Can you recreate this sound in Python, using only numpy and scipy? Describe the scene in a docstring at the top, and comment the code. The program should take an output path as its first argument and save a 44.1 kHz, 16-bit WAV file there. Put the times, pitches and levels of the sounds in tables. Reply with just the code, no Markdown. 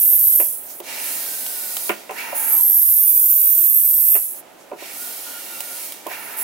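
"""A tall hand pump is stroked slowly into an inflatable tent in a living room.
A push is under way: air squeezes through a narrow valve gap with a loud, whistling hiss.
At 0.8 s a pull draws air in more softly. At 2.1 s a full push rushes down the hose, then hisses
and whistles as pressure builds. A second pull follows at 4.8 s; a last push begins at 6 s.
Thin whistles glide during the strokes; the piston knocks in the plastic barrel at the turns."""
import sys
import numpy as np
from scipy import signal
from scipy.fft import rfft, irfft, next_fast_len
from scipy.io import wavfile
from scipy.ndimage import uniform_filter1d, minimum_filter1d, map_coordinates

SR = 44100
rng = np.random.default_rng(int(sys.argv[2]) if len(sys.argv) > 2 else 0)


def unload_wav(signal):
    """Save mono or channel-first audio to the path in sys.argv[1] as 16-bit WAV at rate SR, clipped to [-1, 1]."""
    wavfile.write(
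        sys.argv[1],
        SR,
        np.round(np.clip(np.atleast_2d(signal).T, -1, 1) * 32767).astype(np.int16),
    )


N = 283661
TIME = np.arange(N) / SR
BUILD_S = .18  # pressure rise after the gap opens

# Down strokes. Each row: start, gap opening, piston bottoming and valve closing in seconds,
# jet level in dB, dip of the quiet sounds in dB.
PUSHES = [(-1.9, -1.7, .402, .8, -19, 8), (2.09, 2.343, 4.152, 4.402, -19.6, 13.5),
          (6.03, 6.364, 8.1, 8.3, -25, 12)]


def jet(slack_hz=9900, bleed_s=.2, whistle_range_db=38, ring_range_db=23, low_cut_hz=350):
    """Air escapes the gap: sputtering hiss, plus whistle and cavity ring that rise with pressure."""
    # Gap at full pressure, a list for each of the first two pushes.
    # Each row: time in seconds, whistle in Hz, cavity resonance in Hz.
    full_pressure = [
        [(0.0, 13300, 10150), (0.4, 13000, 10300)],
        [(2.52, 12250, 10700), (2.6, 12749, 10600), (2.92, 13130, 10600), (3.022, 13414, 10850),
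         (3.08, 13727, 10900), (3.906, 13290, 10150), (4.15, 13366, 10500)],
    ]
    # Cavity modes. Each row: multiple of the resonance, width in Hz, level in dB.
    cavity_modes = [(1, 170, -15), (1.14, 220, -15), (.82, 330, -23.5)]
    times_s, whistle_hz, cavity_hz = np.concatenate(full_pressure).T
    pressure = sum(envelope(opens, bottom, BUILD_S, bleed_s) for _, opens, bottom, *_ in PUSHES)
    tuned = lambda held_hz: slack_hz + pressure * (np.interp(TIME, times_s, held_hz) - slack_hz)
    pitch_hz = tuned(whistle_hz) + 36 * wobble(40)
    whistle = singing(pitch_hz, width_hz=100, spread=.4, steady=.45)
    skirt = amp(-6.5) * singing(pitch_hz, width_hz=515, spread=.7, steady=.73)
    cavity = np.zeros((2, N))
    for multiple, width_hz, db in cavity_modes:
        drift_db = 2.5 * wobble(5) + 1.5 * wobble(20)
        mode_hz = multiple * tuned(cavity_hz) + 110 * wobble(7)
        cavity += amp(db + drift_db) * singing(mode_hz, width_hz, spread=.77)
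    tones = amp(-3 - whistle_range_db * (1 - pressure)) * whistle
    tones += amp(-ring_range_db * (1 - pressure)) * (skirt + cavity)
    sputter = amp(.45 * wobble(110) + .9 * wobble(550))
    air = sputter * (escaping_air() + amp(-13) * (pressure > 0) * tones)
    return filtered(air, lambda hz: hz ** 2 / (hz ** 2 + low_cut_hz ** 2))


def escaping_air(seep_db=-34, spit_db=-19.5):
    """Air seeps all through a push; the gap opens with a spit and hisses until pressure is spent."""
    # Spectra of the hiss and the spit. Each row: frequency in Hz, level in dB.
    hiss_colour = [(100, -66), (600, -40), (1700, -38), (3400, -27), (4600, -25.5), (6200, -18),
                   (8000, -11), (10000, -3), (12000, -1.5), (15700, -3)]
    spit_colour = [(5000, -35), (10000, -12), (13000, 0), (15700, 0)]
    flow, seep, spit = np.zeros((3, N))
    for start, opens, bottom, shuts, db, _ in PUSHES:
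        gap = envelope(opens, bottom, attack_s=.028, release_s=.2) ** .65
        flow += amp(db) * gap
        spit += gap * dying(opens, decay_s=.07)
        seep += envelope(start, shuts, attack_s=.09, release_s=.005)
    hiss = np.hypot(flow, amp(seep_db) * seep) * patchy(rush(hiss_colour), depth_db=2.2)
    return hiss + amp(spit_db) * spit * rush(spit_colour)


def hose(free_db=-36, trickle_db=-47.5, attack_s=.07, fill_s=.43, choke_s=.11):
    """A push flows freely through the hose, then chokes to a trickle as pressure builds."""
    # Hose flow spectrum. Each row: frequency in Hz, level in dB.
    colour = [(60, -41), (170, -17), (330, -9), (600, -8), (880, -2), (1140, -5), (2100, -2.5), (2750, -6),
              (3100, -13.5), (7000, -16.5), (10000, -27)]
    flow = np.zeros(N)
    for start, _, bottom, *_ in PUSHES:
        flow += amp(free_db) * envelope(start, start + fill_s, attack_s, choke_s)
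        flow += amp(trickle_db) * envelope(start + fill_s, bottom, choke_s, choke_s) * sinking()
    return amp(1.1 * wobble(60)) * flow * rush(colour)


def intake(swell_s=.26):
    """A pull surges into the barrel; the inlet flap's hiss swells later and sags in mid-stroke."""
    # Up strokes. Each row: start, slowing and release time in seconds,
    # then inlet hiss, mid-stroke sag, barrel rush and opening surge in dB.
    pulls = [(.81, 1.88, .09, -24, 1.5, -36, 5), (4.755, 5.85, .21, -28.3, 5.5, -35, -1)]
    # Spectra of inlet and barrel flow. Each row: frequency in Hz, level in dB.
    inlet_colour = [(2000, -43), (4000, -9.5), (7000, -6), (10000, 3), (14000, 3), (15700, 1)]
    barrel_colour = [(45, -44), (260, -5.5), (700, 0), (1200, -4), (1700, -5), (1900, -1), (2300, -1),
                     (3100, -3), (7500, -4)]
    hiss, barrel = np.zeros((2, N))
    for start, slows, release_s, hiss_db, sag_db, rush_db, surge_db in pulls:
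        mid_stroke = np.sin(np.pi * np.interp(TIME, [start + swell_s, slows], [0, 1]))
        hiss += amp(hiss_db - sag_db * mid_stroke) * envelope(start, slows, swell_s, release_s) ** 1.9
        barrel_db = rush_db + surge_db * dying(start + swell_s, decay_s=.28)
        barrel += amp(barrel_db) * envelope(start, slows, attack_s=.085, release_s=.3)
    return patchy(hiss * rush(inlet_colour) + barrel * rush(barrel_colour), depth_db=1.2)


def gulps():
    """The valve flips open at each turn and passes a rounded rush of air."""
    # Valve openings. Each row: start, rise, hold and decay time in seconds, level in dB.
    openings = [(.835, .06, .14, .2, -36), (2.16, .025, .02, .1, -30), (4.77, .04, .08, .05, -40),
                (6.08, .045, .02, .05, -34)]
    # Valve flow spectrum. Each row: frequency in Hz, level in dB.
    colour = [(50, -40), (1500, -9), (1900, -2), (2250, 0), (2750, -2), (3100, -12), (6500, -15),
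              (11000, -28)]
    flow = np.zeros(N)
    for start, rise_s, hold_s, decay_s, db in openings:
        rise = np.clip((TIME - start) / rise_s, 0, 1)
        flow += amp(db) * rise * dying(start + rise_s + hold_s, decay_s)
    return flow * rush(colour)


def tube(x, mode_spacing_hz=462):
    """Sound bounces between the shaft's ends, giving the moving air a hollow ring."""
    # Echo of the open end. Each row: frequency in Hz, share sent back.
    reflection = [(600, .02), (1400, .25), (3500, .34), (10000, .06)]

    def response(hz):
        echo = along(reflection, hz)
        return np.sqrt(1 - echo ** 2) / (1 - echo * np.exp(-2j * np.pi * hz / mode_spacing_hz))
    return filtered(x, response)


def knocks(upper_edges_hz=(750, 1080, 3000), rattle_t60_s=.14, ring_db=-6):
    """Knocks ring the barrel over a dense rattle; hard ones clack, soft ones thud, hands damp them."""
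    # Piston and handle knocks. Each row: start in seconds, thud level in dB, thud frequency in Hz,
    # knock and clack bands in dB relative to the thud, damping in dB per second.
    hits = [(0.399, -25, 500, -13, -4.5, 0), (0.801, -30.5, 480, -18, -23, 100),
            (1.893, -17, 330, -11, 0.5, 40), (2.093, -29.5, 600, 0.5, -3, 120),
            (2.108, -28.5, 480, -1, -8, 200), (2.324, -24.5, 720, -8, -17, 80),
            (4.151, -27.5, 520, -13, -2, 30), (4.715, -26, 540, -8, -21, 800),
            (4.731, -28.5, 397, -22, -26, 150), (4.823, -35, 400, -10, -18, 600),
            (6.064, -27, 450, -0.5, -15, 80), (6.107, -34, 650, -3, -5, 100)]
    # Barrel modes. Each row: frequency in Hz, level in dB, T60 in seconds.
    modes = [(209.4, -14.5, .3), (345, -6, 0.1), (418, -8, 0.099), (596.8, -5.5, 0.084), (750, -6, .08),
             (1020, -10, 0.09), (1420, -3.5, 0.13), (2650, -4, 0.08)]
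    # Rattle spectrum. Each row: frequency in Hz, level in dB.
    colour = [(100, -17), (400, -3), (1400, 1), (2700, 3), (3600, -15)]
    out, t = np.zeros((2, N)), np.arange(SR // 2) / SR
    for start, thud_db, thud_hz, knock_db, clack_db, damping_db_per_s in hits:
        ring = np.zeros(len(t))
        for hz, db, t60_s in modes:
            decay = amp(db + rng.normal(0, 2) - 60 * t / t60_s)
            ring += decay * np.sin(2 * np.pi * (hz * t + rng.random()))
        rattle = amp(-60 * t / rattle_t60_s) * rush(colour, len(t))
        blow = (amp(ring_db) * ring + rattle) * amp(-damping_db_per_s * t)
        edges_hz = [.71 * thud_hz, *upper_edges_hz]  # a light contact misses the lowest modes
        for band_hz, db, order in zip(zip(edges_hz, edges_hz[1:]), [0, knock_db, clack_db], [2, 4, 3]):
            band = signal.sosfilt(signal.butter(order, band_hz, "bandpass", fs=SR, output="sos"), blow)
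            onset_rms = np.sqrt(np.mean(band[:, :SR // 50] ** 2))
            add(out, start, amp(thud_db + db - 3.5) * band / onset_rms)
    return out


def ticks(t60_s=.028):
    """The plastic shaft and valve give small, dry snaps."""
    # Snaps. Each row: start in seconds, level in dB.
    snaps = [(.802, -21.5), (1.4637, -15.5), (1.7685, -11), (1.8925, -14), (2.109, -25), (5.605, -11.5),
             (5.922, -17.5), (6.0675, -20)]
    # Snap spectrum. Each row: frequency in Hz, level in dB.
    colour = [(100, -45), (600, 2), (2000, -8), (3200, 6), (4500, -3.5), (13000, 3), (16000, 6.5)]
    out, t = np.zeros((2, N)), np.arange(SR // 8) / SR
    for start, db in snaps:
        add(out, start, amp(db - 3 - 60 * t / t60_s) * rush(colour, len(t)))
    return out


def thin_whistles(fade_share=.2, min_fade_s=.025):
    """Thin, rough, gliding whistles that follow the airflow."""
    # Whistles. 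Each row: start and length in seconds, first and last pitch in Hz,
    # glide exponent (1 is straight), level in dB.
    glides = [(0, .4, 612, 561, 1, -51), (1.15, .53, 1660, 1470, .9, -49), (2.15, .05, 1450, 2300, .6, -37),
              (2.17, .37, 920, 880, 1, -41), (2.35, .255, 1670, 1000, 1.9, -42.5),
              (2.595, .065, 1010, 760, .7, -49.5), (2.665, .045, 780, 910, 1, -51),
              (2.76, .2, 900, 930, 1, -60), (3.1, 1, 710, 590, 1, -62), (4.96, .2, 1410, 1480, 1, -45.5),
              (5.19, .37, 2920, 2780, 2, -50), (5.24, .16, 1460, 1420, 1, -45.5),
              (5.43, .33, 1440, 1400, .4, -48), (6.1, .33, 929, 857, 1, -49.5)]
    out = np.zeros((2, N))
    waver = 1 + .015 * wobble(22)
    flutter = amp(2 * wobble(18))
    for start, length_s, first_hz, last_hz, bend, db in glides:
        fade_s = max(fade_share * length_s, min_fade_s)
        gain = amp(db) * flutter * envelope(start, start + length_s, fade_s, fade_s)
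        active = gain > 0
        progress = (TIME[active] - start) / length_s
        pitch_hz = waver[active] * (first_hz + (last_hz - first_hz) * progress ** bend)
        out[:, active] += gain[active] * singing(pitch_hz, width_hz=34, spread=.6, steady=.35)
    return out


def rustles():
    """Short, soft swishes between strokes, as of hands and cloth."""
    # Swishes. Each row: middle and half length in seconds, level in dB.
    swishes = [(.71, .07, -40.5), (2.13, .06, -44), (4.365, .04, -45), (4.615, .05, -51)]
    # Swish spectrum. Each row: frequency in Hz, level in dB.
    colour = [(80, -32), (3000, -12), (6500, 0), (9000, -3), (15000, -9)]
    gain = sum(amp(db) * envelope(mid - half, mid, half, half) for mid, half, db in swishes)
    return gain * rush(colour)


def walls(x, echo_db, reach_s, count=24):
    """Near floor and wall echoes comb the sound, differently on each side."""
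    taps = np.zeros((2, SR // 10))
    for side in taps:
        signs = rng.choice([-1, 1], count)
        delays = (rng.uniform(.08, 1, count) * reach_s * SR).astype(int)
        side[delays] = amp(echo_db) * signs
    taps[:, 0] = 1
    return signal.fftconvolve(x, taps / np.linalg.norm(taps[0]), axes=1)[:, :N]


def room(x):
    """The room's tail, each frequency dying at its own rate."""
    # Reverberation. Each row: frequency in Hz, T60 in seconds.
    decay_times = [(1000, 0.39), (12000, 0.45)]
    hz, t, spectrum = signal.stft(rng.standard_normal((2, SR // 2)), SR, nperseg=256)
    decay = amp(-60 * t / along(decay_times, hz)[:, None])
    tail = signal.istft(spectrum * decay, SR, nperseg=256)[1]
    return signal.fftconvolve(x, tail / np.linalg.norm(tail[0]), axes=1)[:, :N]


def nulls(x, centres_hz=(475, 1100), relative_width=.11, depth=.5):
    """Room reflections partly cancel narrow bands."""
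    def band(hz, centre_hz):
        damping = 1j * hz * relative_width * centre_hz
        return damping / (centre_hz ** 2 - hz ** 2 + damping)
    return filtered(x, lambda hz: 1 - depth * sum(band(hz, centre) for centre in centres_hz))


def background():
    """Faint, low room noise that dips under the jet."""
    # Room noise spectrum. Each row: frequency in Hz, level in dB.
    colour = [(30, -26), (85, -23), (250, -4.5), (600, 0), (1600, -11), (2600, -13), (4500, -20),
              (15500, -21.5)]
    return amp(-45.3) * sinking() * rush(colour)


def sinking(sink_s=.5, recover_s=.22):
    """Gain of the quiet sounds, which sink while the jet is loud."""
    dip_db = sum(db * envelope(opens + BUILD_S, bottom, sink_s, recover_s)
                 for _, opens, bottom, _, _, db in PUSHES)
    return amp(-dip_db)


def rush(colour, size=N):
    """Coloured stereo noise of rms 1, more alike in the bass."""
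    # Stereo image. Each row: frequency in Hz, left-right correlation.
    correlation = [(60, 0.7), (300, 0.4), (2000, 0.25), (5000, .35), (13000, 0.48)]

    def response(hz):
        angle = np.arccos(along(correlation, hz)) / 2
        return amp(along(colour, hz)) * [np.cos(angle), np.sin(angle)]
    mid, side = filtered(rng.standard_normal((2, size)), response)
    return unit(np.array([mid + side, mid - side]))


def singing(pitch_hz, width_hz, spread, steady=0):
    """Turbulence rings a narrow resonance that follows a pitch; steady (0-1) evens out its swings."""
    slow = filtered(rng.standard_normal((4, len(pitch_hz))), lambda hz: 1 / (1 + (hz / width_hz) ** 2))
    swing = slow[:2] + 1j * slow[2:]
    carrier = np.exp(2j * np.pi * np.cumsum(pitch_hz) / SR)
    mid, side = np.real(swing / np.abs(swing) ** steady * carrier)
    return unit(np.array([mid + spread * side, mid - spread * side]))


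def patchy(x, depth_db):
    """Different bands of the hiss swell and fade from moment to moment."""
    spectrum = signal.stft(x, nperseg=512)[2]
    band_swells = uniform_filter1d(rng.standard_normal(spectrum.shape[1:]), size=4, axis=0)
    band_swells = uniform_filter1d(band_swells, size=32, axis=1)
    return signal.istft(spectrum * amp(depth_db * unit(band_swells)), nperseg=512)[1][:, :N]


def envelope(start, end, attack_s, release_s):
    """0-1: rises from start, holds until end, then falls."""
    return np.clip(np.minimum((TIME - start) / attack_s, 1 - (TIME - end) / release_s), 0, 1)


def dying(start, decay_s):
    """1 until start, then exponential decay."""
    return np.exp(-np.maximum(TIME - start, 0) / decay_s)


def wobble(rate_hz):
    """Smooth random curve, rate_hz knots a second."""
    return map_coordinates(rng.standard_normal(int(N * rate_hz / SR) + 4), [TIME * rate_hz])


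def filtered(x, response):
    """Apply a frequency response to x."""
    size = x.shape[-1]
    padded = next_fast_len(size + 8192)
    return irfft(rfft(x, padded) * response(np.fft.rfftfreq(padded, 1 / SR)), padded)[..., :size]


def along(points, hz):
    """Read (Hz, value) points on a log axis."""
    knots_hz, values = np.transpose(points)
    return np.interp(np.log(hz + 1), np.log(knots_hz + 1), values)


def add(track, start, sound):
    """Mix a sound in at start seconds."""
    part = track[:, round(start * SR):][:, :sound.shape[1]]
    part += sound[:, :part.shape[1]]


def amp(db):
    """Decibels to gain."""
    return 10 ** (np.asarray(db) / 20)


def unit(x):
    """Scale to rms 1."""
    return x / np.sqrt(np.mean(np.abs(x) ** 2) + 1e-20)


def scene():
    """Pump and valve jet over the room noise, all louder on the right."""
    blows = knocks() + ticks()
    airflow = tube(hose() + intake() + gulps())
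    pump = airflow + thin_whistles() + rustles() + blows + amp(-12.5) * room(blows)
    valve_jet = walls(jet(), echo_db=-20, reach_s=.02)
    return nulls(pump + background()) * amp([[-1.8], [1.5]]) + valve_jet * amp([[-2.6], [2.2]])


def record(dry, top_hz=15800, ceiling=.96):
    """Band limit, slight lag on the left, fast peak limiter."""
    lag_s = np.array([[7e-6], [0]])
    x = filtered(dry, lambda hz: (hz < top_hz) * np.exp(-2j * np.pi * hz * lag_s))
    needed_gain = np.minimum(1, ceiling / (np.abs(x).max(axis=0) + 1e-9))
    gain = uniform_filter1d(minimum_filter1d(needed_gain, size=65), size=65)
    return filtered(x * gain, lambda hz: hz < top_hz)


dry = scene()
out = record(dry)
unload_wav(out)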